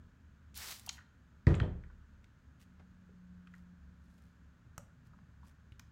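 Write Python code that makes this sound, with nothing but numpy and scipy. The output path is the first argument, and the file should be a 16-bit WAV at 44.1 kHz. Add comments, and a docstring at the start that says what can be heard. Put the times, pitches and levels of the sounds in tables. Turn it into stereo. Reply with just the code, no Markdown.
"""A trigger spray bottle mists a clay cup: coloured noise hisses and patters, and the lever snaps back.
The bottle is set down hard on a wooden table, made of decaying sines and short bursts of noise.
Fingers smooth wet paper onto the cup and a damp sponge dabs it, with small smacks and grainy brushing.
The small studio murmurs with ventilation, a fan hisses on the left, and a far motor hum swells and fades."""
import sys
import numpy as np
from scipy import signal
from scipy.fft import rfft, irfft, next_fast_len
from scipy.io import wavfile

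SR = 44100
rng = np.random.default_rng(int(sys.argv[2]) if len(sys.argv) > 2 else 0)


def generate_wav(sig):
    """Save sig (samples, or channels by samples) to the path in sys.argv[1] as 16-bit PCM at SR."""
    pcm = np.round(np.clip(np.atleast_2d(sig).T, -1, 1) * 32767).astype(np.int16)
    wavfile.write(sys.argv[1], SR, pcm)


N = 260631
TIME = np.arange(N) / SR


def from_db(db):
    """Turn decibels into a plain multiplier."""
    return 10 ** (np.asarray(db) / 20)


def rms_one(x):
    """Scale a signal to an average power of 1."""
    return x / np.sqrt(np.mean(x ** 2) + 1e-20)


def at_hz(points, hz):
    """Read a table between its points, with frequency on a log scale as in hearing."""
    table_hz, value = np.transpose(points)
    return np.interp(np.log(np.maximum(hz, 1)), np.log(table_hz), value)


def pan(left_db):
    """Gains of the two channels, with the left louder than the right by left_db."""
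    return from_db(np.array([[left_db], [-left_db]]) / 2)


def add(out, start_s, sound):
    """Mix a sound in at a given time, cutting what runs past the end."""
    i = int(round(start_s * SR))
    out[..., i:i + sound.shape[-1]] += sound[..., :N - i]


def low_pass(x, hz, order=2):
    """Soften everything above a frequency."""
    return signal.sosfilt(signal.butter(order, min(hz, SR / 2 - 1), fs=SR, output="sos"), x)


def band_pass(x, edges_hz, order=2):
    """Keep mainly what lies between two frequencies."""
    return signal.sosfilt(signal.butter(order, edges_hz, "band", fs=SR, output="sos"), x)


def noise(spectrum, size=N):
    """Coloured stereo noise of rms 1; the two channels are most alike in the bass."""
    # how alike left and right are: (frequency [Hz], likeness [0 to 1])
    likeness = [(60, 0.97), (130, 0.93), (290, 0.75), (640, 0.18), (1800, 0.31), (7000, 0.025)]
    padded = next_fast_len(size, True)
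    hz = np.fft.rfftfreq(padded, 1 / SR)
    mid, side = rfft(rng.standard_normal((2, padded)))
    alike = np.clip(at_hz(likeness, hz), -1, 1)
    both = np.sqrt(1 + alike) * mid + np.sqrt(1 - alike) * side * [[1], [-1]]
    # keep up to an octave beyond each end of the table
    inside = (hz > spectrum[0][0] / 2) & (hz < spectrum[-1][0] * 2)
    coloured = both * inside * from_db(at_hz(spectrum, hz))
    return rms_one(irfft(coloured, padded)[:, :size])


def fade(t, t60):
    """Die away smoothly, by 60 dB in t60 seconds."""
    return np.exp(-np.log(1000) * t / t60)


def flutter(hz):
    """Random wobble, mostly slower than hz, with an rms of 1."""
    return rms_one(low_pass(rng.standard_normal(N), hz))


def envelope(start_s, stop_s, attack_s, t60):
    """Rise towards 1 from the start, hold, and die away after the stop."""
    rise = 1 - np.exp(-np.maximum(TIME - start_s, 0) / attack_s)
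    return rise * fade(np.maximum(TIME - stop_s, 0), t60)


def swell(peak_s, width_s):
    """A bell-shaped rise and fall of height 1."""
    return np.exp(-.5 * ((TIME - peak_s) / width_s) ** 2)


def ring(modes):
    """A body's answer to one click: its modes are dying sines, every other one upside down."""
    t, out = TIME[:2 * SR], 0
    for k, (hz, db, t60) in enumerate(modes):
        out = out + (-1) ** k * from_db(db) * np.sin(2 * np.pi * hz * t) * fade(t, t60)
    return out


def ticks(rows):
    """Each tick is a quickly dying flurry of tiny contacts heard through one resonance."""
    out, t = np.zeros((2, N)), TIME[:SR // 4]
    for start_s, db, hz, octaves, t60 in rows:
        edges = hz * 2 ** (np.array([-.5, .5]) * octaves)
        # a filter edge must stay below half the sample rate
        edges = np.minimum(edges, [SR / 2 - 2, SR / 2 - 1])
        fading = fade(t, t60)
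        flurry = noise([(100, 0), (16000, 0)], size=len(t)) * fading
        tick = band_pass(flurry, edges)
        # give each channel the energy of the fade alone, whatever the filter took away
        tick = tick * np.linalg.norm(fading) / np.linalg.norm(tick, axis=1, keepdims=True)
        add(out, start_s, from_db(db) * tick)
    return out


def motor():
    """A far motor is a single sine that swells in mid-run while its pitch slowly sags."""
    on_s, peak_s, off_s = 2.52, 3.42, 4.07
    base_db, swell_db, swell_s, waver_db = -65.5, 8.5, 0.29, 1.3
    peak_hz, sag_hz_per_s = 179.3, 5.2
    hz = peak_hz - sag_hz_per_s * (TIME - peak_s)
    db = base_db + swell_db * swell(peak_s, swell_s) + waver_db * flutter(6.9)
    running = envelope(on_s, off_s, attack_s=0.076, t60=3.4)
    tone = np.sqrt(2) * np.sin(2 * np.pi * np.cumsum(hz) / SR)
    return running * from_db(db) * tone


def background(rumble_db=-60.5, air_db=-76, fan_db=-77, fan_left_db=12, swell_s=0.042):
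    """Steady noises of ventilation, room air and a fan on the left, with the far motor."""
    # colours of the three noises: (frequency [Hz], level per Hz [dB])
    rumble_colour = [(20, -31), (40, -6), (58, -14), (70, 4), (85, -6), (120, -11), (175, -13.5),
                     (250, -15), (340, -32)]
    air_colour = [(300, 1.5), (620, -7), (1000, 0), (3300, -11.5), (7000, -19), (9000, -32.5),
                  (16000, -23.5)]
    fan_colour = [(750, -14), (1050, -10), (1450, -1), (1750, -4), (2000, -15), (5700, -27.5), (6400, -19),
                  (9500, -33.5), (16000, -42.5)]
    # the rumble swells briefly: (time [s], rise [dB])
    rumble_swells = [(0.02, 4.1), (0.55, 4.1), (3.88, 3.7)]
    swells_db = sum(rise_db * swell(peak_s, swell_s) for peak_s, rise_db in rumble_swells)
    rumble = from_db(rumble_db + swells_db) * noise(rumble_colour)
    air = from_db(air_db) * noise(air_colour)
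    fan = from_db(fan_db) * noise(fan_colour) * pan(fan_left_db)
    return motor() + fan + rumble + air


def pump():
    """Valves tick and spit through the stroke; spring, lever and piston fly back at its end."""
    # valve ticks: (time [s], level [dB], frequency [Hz], decay t60 [s])
    valves = [(0.5435, -55, 4300, 0.03), (0.574, -36, 14000, .03), (0.7959, -46.5, 5300, 0.017),
              (0.863, -44.5, 8000, 0.036), (0.928, -54, 4470, 0.062)]
    # spring squeak, lever crack, piston knock:
    # (time [s], level [dB], frequency [Hz], width [octaves], decay t60 [s])
    trigger_return = [(0.878, -52.5, 2900, .25, 0.17), (0.892, -28, 4820, 0.92, 0.017),
                      (0.895, -39.5, 1750, 1.8, 0.02)]
    valve_octaves = 2
    valve_rows = [(start_s, db, hz, valve_octaves, t60) for start_s, db, hz, t60 in valves]
    return ticks(valve_rows + trigger_return) * pan(3.7)


def flow(delay_s, attack_s, t60, shut_t60=0.059):
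    """The jet builds, holds, surges as the piston bottoms out, and dribbles a little past the lever's snap."""
    squeeze_s, bottom_s, dribble_stop_s = 0.5453, 0.7206, 0.97
    surge_db, surge_width_s, dribble_db = 3.5, 0.0071, -19
    surge = from_db(surge_db * swell(bottom_s, surge_width_s))
    squeeze = envelope(squeeze_s + delay_s, bottom_s, attack_s, t60) * surge
    dribble = from_db(dribble_db) * envelope(bottom_s, dribble_stop_s, attack_s, shut_t60)
    return np.maximum(squeeze, dribble)


def spray(sputter_db=1.6, sputter_hz=500, surge_db=0.9, surge_hz=70):
    """The jet breaks into droplets, hissing at the nozzle and pattering more darkly on the clay."""
    # colours of the nozzle hiss and the mist on the clay: (frequency [Hz], level per Hz [dB])
    nozzle_colour = [(1500, -16.5), (2800, -8), (4200, -2.5), (5600, -4), (8500, -8), (12000, -9.5),
                     (16000, -10)]
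    mist_colour = [(200, -18), (450, -10), (900, -3.5), (1550, -1), (2100, -0.5), (2500, -6), (4000, -11.5)]
    hiss_db, mist_db = -46.5, -52  # before the unrest and the left-right balance
    # the mist reaches the clay later and builds more slowly
    hiss_flow = flow(delay_s=0, attack_s=0.017, t60=0.318)
    mist_flow = flow(delay_s=.012, attack_s=0.022, t60=0.13)
    patter_db = 2.5 * flutter(900)
    hiss = from_db(hiss_db) * hiss_flow * noise(nozzle_colour)
    patter = from_db(mist_db + patter_db) * mist_flow * noise(mist_colour)
    unrest_db = sputter_db * flutter(sputter_hz) + surge_db * flutter(surge_hz)
    return (hiss + patter) * from_db(unrest_db) * pan(2.2)


def water(gulp_octaves=0.59, gulp_cycles=51):
    """Pockets of air ring briefly as the pump refills and the water sloshes, the lower ones longer."""
    # (time [s], level [dB], frequency [Hz])
    gulps = [(0.8694, -47, 870), (0.971, -54.5, 2154), (0.981, -50, 1440), (0.9877, -49, 1450),
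             (1.0058, -53.5, 1620), (1.8368, -54, 1558), (1.8999, -58, 1290)]
    rows = [(start_s, db, hz, gulp_octaves, gulp_cycles / hz) for start_s, db, hz in gulps]
    return ticks(rows) * pan(3.7)


def trigger(far_ear_s=0.00027):
    """The plastic trigger chatters against its stop and rings; the sound reaches the left side first."""
    # chatter: (time [s], level [dB])
    snap = [(0.8914, -3.5), (0.891, -17), (0.8943, -4)]
    # ringing of the lever: (frequency [Hz], level [dB], decay t60 [s])
    trigger_modes = [(3190, -34, .02), (4020, -33, .013), (5570, -31, .009), (6660, -33, .006)]
    out, click = np.zeros((2, N)), ring(trigger_modes)
    for start_s, db in snap:
        add(out[0], start_s, from_db(db) * click)
        add(out[1], start_s + far_ear_s, from_db(db) * click)
    return out * pan(5)


def bottle_knocks():
    """The plastic base knocks and cracks on the wood; loose things rattle, and a soft low rumble follows."""
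    # both tables: (time [s], level [dB], frequency [Hz], width [octaves], decay t60 [s])
    knocks = [(1.4685, -32, 1720, 0.73, 0.025), (1.5066, -42.5, 900, 1.3, .05),
              (1.542, -40, 1470, 1.46, 0.064), (1.6002, -32, 1360, 1.2, 0.031)]
    rattles_and_rumble = [(1.552, -43, 7350, 0.22, 0.0079), (1.615, -47, 3250, 0.13, 0.069),
                          (1.628, -37.5, 294, 2, 0.21)]
    # each knock has a brief, bright crack above it
    crack_ratio, crack_db, crack_octaves, crack_t60 = 2.49, -10, 0.6, 0.016
    cracks = [(start_s, db + crack_db, hz * crack_ratio, crack_octaves, crack_t60)
              for start_s, db, hz, _, _ in knocks]
    return ticks(knocks + cracks + rattles_and_rumble) * pan(2.3)


def table_thump(board_db=-27, board_t60=.38, shove_hz=98, shove_s=0.0035):
    """The bottle shoves the table top, which rings in low modes and a dense clatter of weaker ones."""
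    # the bottle lands, rocks and settles:
    # (time [s], shove level [dB], ringing level [dB], contact cut-off [Hz])
    blows = [(1.4698, -9.5, -3, 2484), (1.5066, -19, -7.5, 600), (1.6126, -19, -11, 405)]
    # main modes of the table: (frequency [Hz], level [dB], decay t60 [s])
    table_modes = [(36.1, -40.5, 1.55), (46.2, -22, 0.16), (70.85, -29, 1.17), (88.2, -32, 0.56),
                   (115, -29, 0.14), (131.2, -38, 0.63), (179.7, -28.5, 0.5), (234, -37.5, 0.29),
                   (299, -36.5, 0.31), (326.5, -43, 0.28), (425, -30.5, 0.2), (495, -39.5, 0.3),
                   (618, -51, 0.42), (703, -54, 0.54), (973, -41.5, 0.14), (1900, -23.5, 0.015),
                   (3100, -62, 0.2)]
    # many weaker modes of the table and what stands on it: (frequency [Hz], level per Hz [dB])
    board_colour = [(45, 0), (130, 4.5), (300, 1.5), (500, -4.5), (800, -10), (1600, -16.5), (3000, -25.5),
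                    (7000, -29.5), (15000, -38)]
    out, t = np.zeros((2, N)), TIME[:2 * SR]
    # the top gives way and springs back within two cycles
    shove = -t / shove_s * np.exp(1 - t / shove_s) * np.cos(2 * np.pi * shove_hz * t)
    boom = ring(table_modes)
    for start_s, shove_db, ring_db, contact_hz in blows:
        clatter = from_db(board_db) * noise(board_colour, size=len(t)) * fade(t, board_t60)
        # a lower cut-off dulls the ringing
        ringing = low_pass(boom + clatter, contact_hz, order=1)
        add(out, start_s, from_db(shove_db) * shove + from_db(ring_db) * ringing)
    return out


def smacks():
    """Wet paper smacks, the sponge squelches and a finger ticks the cup; each dab pats, splats and fizzes."""
    # (time [s], level [dB], frequency [Hz], width [octaves])
    wet_smacks = [(2.2429, -58.5, 2820, 1.4), (2.7956, -59, 630, 2.3), (3.09, -64.5, 408, 0.34),
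                  (3.472, -55, 1770, 1.16), (3.5383, -50.5, 1660, 0.51), (5.134, -60, 1080, 0.55),
                  (5.1871, -61.5, 1170, 0.94), (5.4312, -57, 1030, .4), (5.7212, -56, 2640, 0.69)]
    # (time [s], pat level [dB], pat frequency [Hz], pat width [octaves],
    #  splat level [dB], splat frequency [Hz], fizz level [dB])
    dabs = [(4.779, -40.5, 1060, 1.72, -42, 6400, -50.5), (5.7952, -49, 1500, 1.5, -48, 5360, -58)]
    # fizz of squeezed foam: (frequency [Hz], width [octaves], decay t60 [s])
    fizz = (12500, 0.55, 0.017)
    smack_cycles, overtone_ratio, overtone_db = 49, 3.67, -21
    pat_t60, splat_octaves, splat_t60 = 0.019, 0.65, 0.016
    rows = []
    for start_s, db, hz, octaves in wet_smacks:
        t60 = smack_cycles / hz
        rows.append((start_s, db, hz, octaves, t60))
        rows.append((start_s, db + overtone_db, hz * overtone_ratio, octaves, t60))
    for start_s, pat_db, pat_hz, octaves, splat_db, splat_hz, fizz_db in dabs:
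        rows.append((start_s, pat_db, pat_hz, octaves, pat_t60))
        rows.append((start_s, splat_db, splat_hz, splat_octaves, splat_t60))
        rows.append((start_s, fizz_db, *fizz))
    return ticks(rows)


def brushing():
    """Skin and sponge brush the paper, whose damp fibres stick and let go in uneven grains."""
    # strokes: (time of peak [s], level [dB], length [s])
    brushes = [(2.618, -64.5, 0.012), (3.57, -78, 0.041), (4.17, -78.5, 0.095), (5.065, -74, 0.01),
               (5.475, -71, 0.023)]
    # (frequency [Hz], level per Hz [dB])
    brush_colour = [(700, 5.5), (6000, 0.5), (16000, -8)]
    pressure = sum(from_db(db) * swell(peak_s, length_s) for peak_s, db, length_s in brushes)
    grains = rms_one(from_db(6 * flutter(350)))
    return pressure * grains * noise(brush_colour)


def hands(nudge_hz=95, nudge_t60=0.047, rub_db=-63.5):
    """Smacks, brushing, dull rubbing of the pressed sponge, and the ringing of the hand-held cup."""
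    # the cup is nudged in the hand: (time [s], level [dB])
    nudges = [(4.666, -45), (4.779, -37), (5.289, -45.5), (5.72, -43)]
    # short note of the hollow cup: (frequency [Hz], level [dB], decay t60 [s])
    cup_modes = [(575, -53, .11)]
    # dull rubbing: (frequency [Hz], level per Hz [dB])
    rub_colour = [(70, -33.5), (110, 12), (200, -0.5), (320, -31)]
    out = (smacks() + brushing()) * pan(7.6)
    for start_s, db in nudges:
        add(out, start_s, ring([(nudge_hz, db, nudge_t60)]))
    # the cup answers the first dab
    add(out, 4.7935, ring(cup_modes))
    # the sponge is pressed on, held, and slowly eased off
    press = envelope(start_s=4.56, stop_s=5.31, attack_s=0.045, t60=2.9)
    return out + from_db(rub_db) * press * noise(rub_colour)


def studio(x, first_echo_s=.004):
    """Many blurred echoes, made of noise bands that die sooner in the treble."""
    # (frequency [Hz], decay t60 [s])
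    room_t60 = [(60, .65), (300, .52), (1500, .44), (5000, .3), (15000, .24)]
    t, tail = TIME[:SR], 0
    edges = np.geomspace(30, 17000, 10)
    for low, high in zip(edges, edges[1:]):
        white = noise([(20, 0), (16000, 0)], size=SR)
        band = band_pass(white, [low, high], order=3)
        tail = tail + band * fade(t, at_hz(room_t60, np.sqrt(low * high)))
    # nothing returns until the sound has reached the nearest surface
    tail = tail * np.clip(t / first_echo_s - 1, 0, 1)
    return signal.fftconvolve(x, tail / np.linalg.norm(tail[0]), axes=1)[:, :N]


def scene():
    """Everything happens within arm's reach in one small room, over its background."""
    sprayer = spray() + trigger() + pump()
    thump = table_thump()
    bottle = bottle_knocks() + water()
    handling = hands()
    # each source sends its own share into the room
    to_room = from_db(-12.5) * sprayer + from_db(-10.5) * thump
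    to_room = to_room + from_db(-10.0) * bottle + from_db(-13) * handling
    return sprayer + thump + bottle + handling + studio(to_room) + background()


def record(dry):
    """The microphone drops the deepest bass; the top is cut steeply."""
    bass_hz, top_hz = 30, 15900
    thin = signal.sosfilt(signal.butter(2, bass_hz, "high", fs=SR, output="sos"), dry)
    return signal.sosfilt(signal.ellip(10, .2, 70, top_hz, fs=SR, output="sos"), thin)


dry = scene()
out = record(dry)
generate_wav(out)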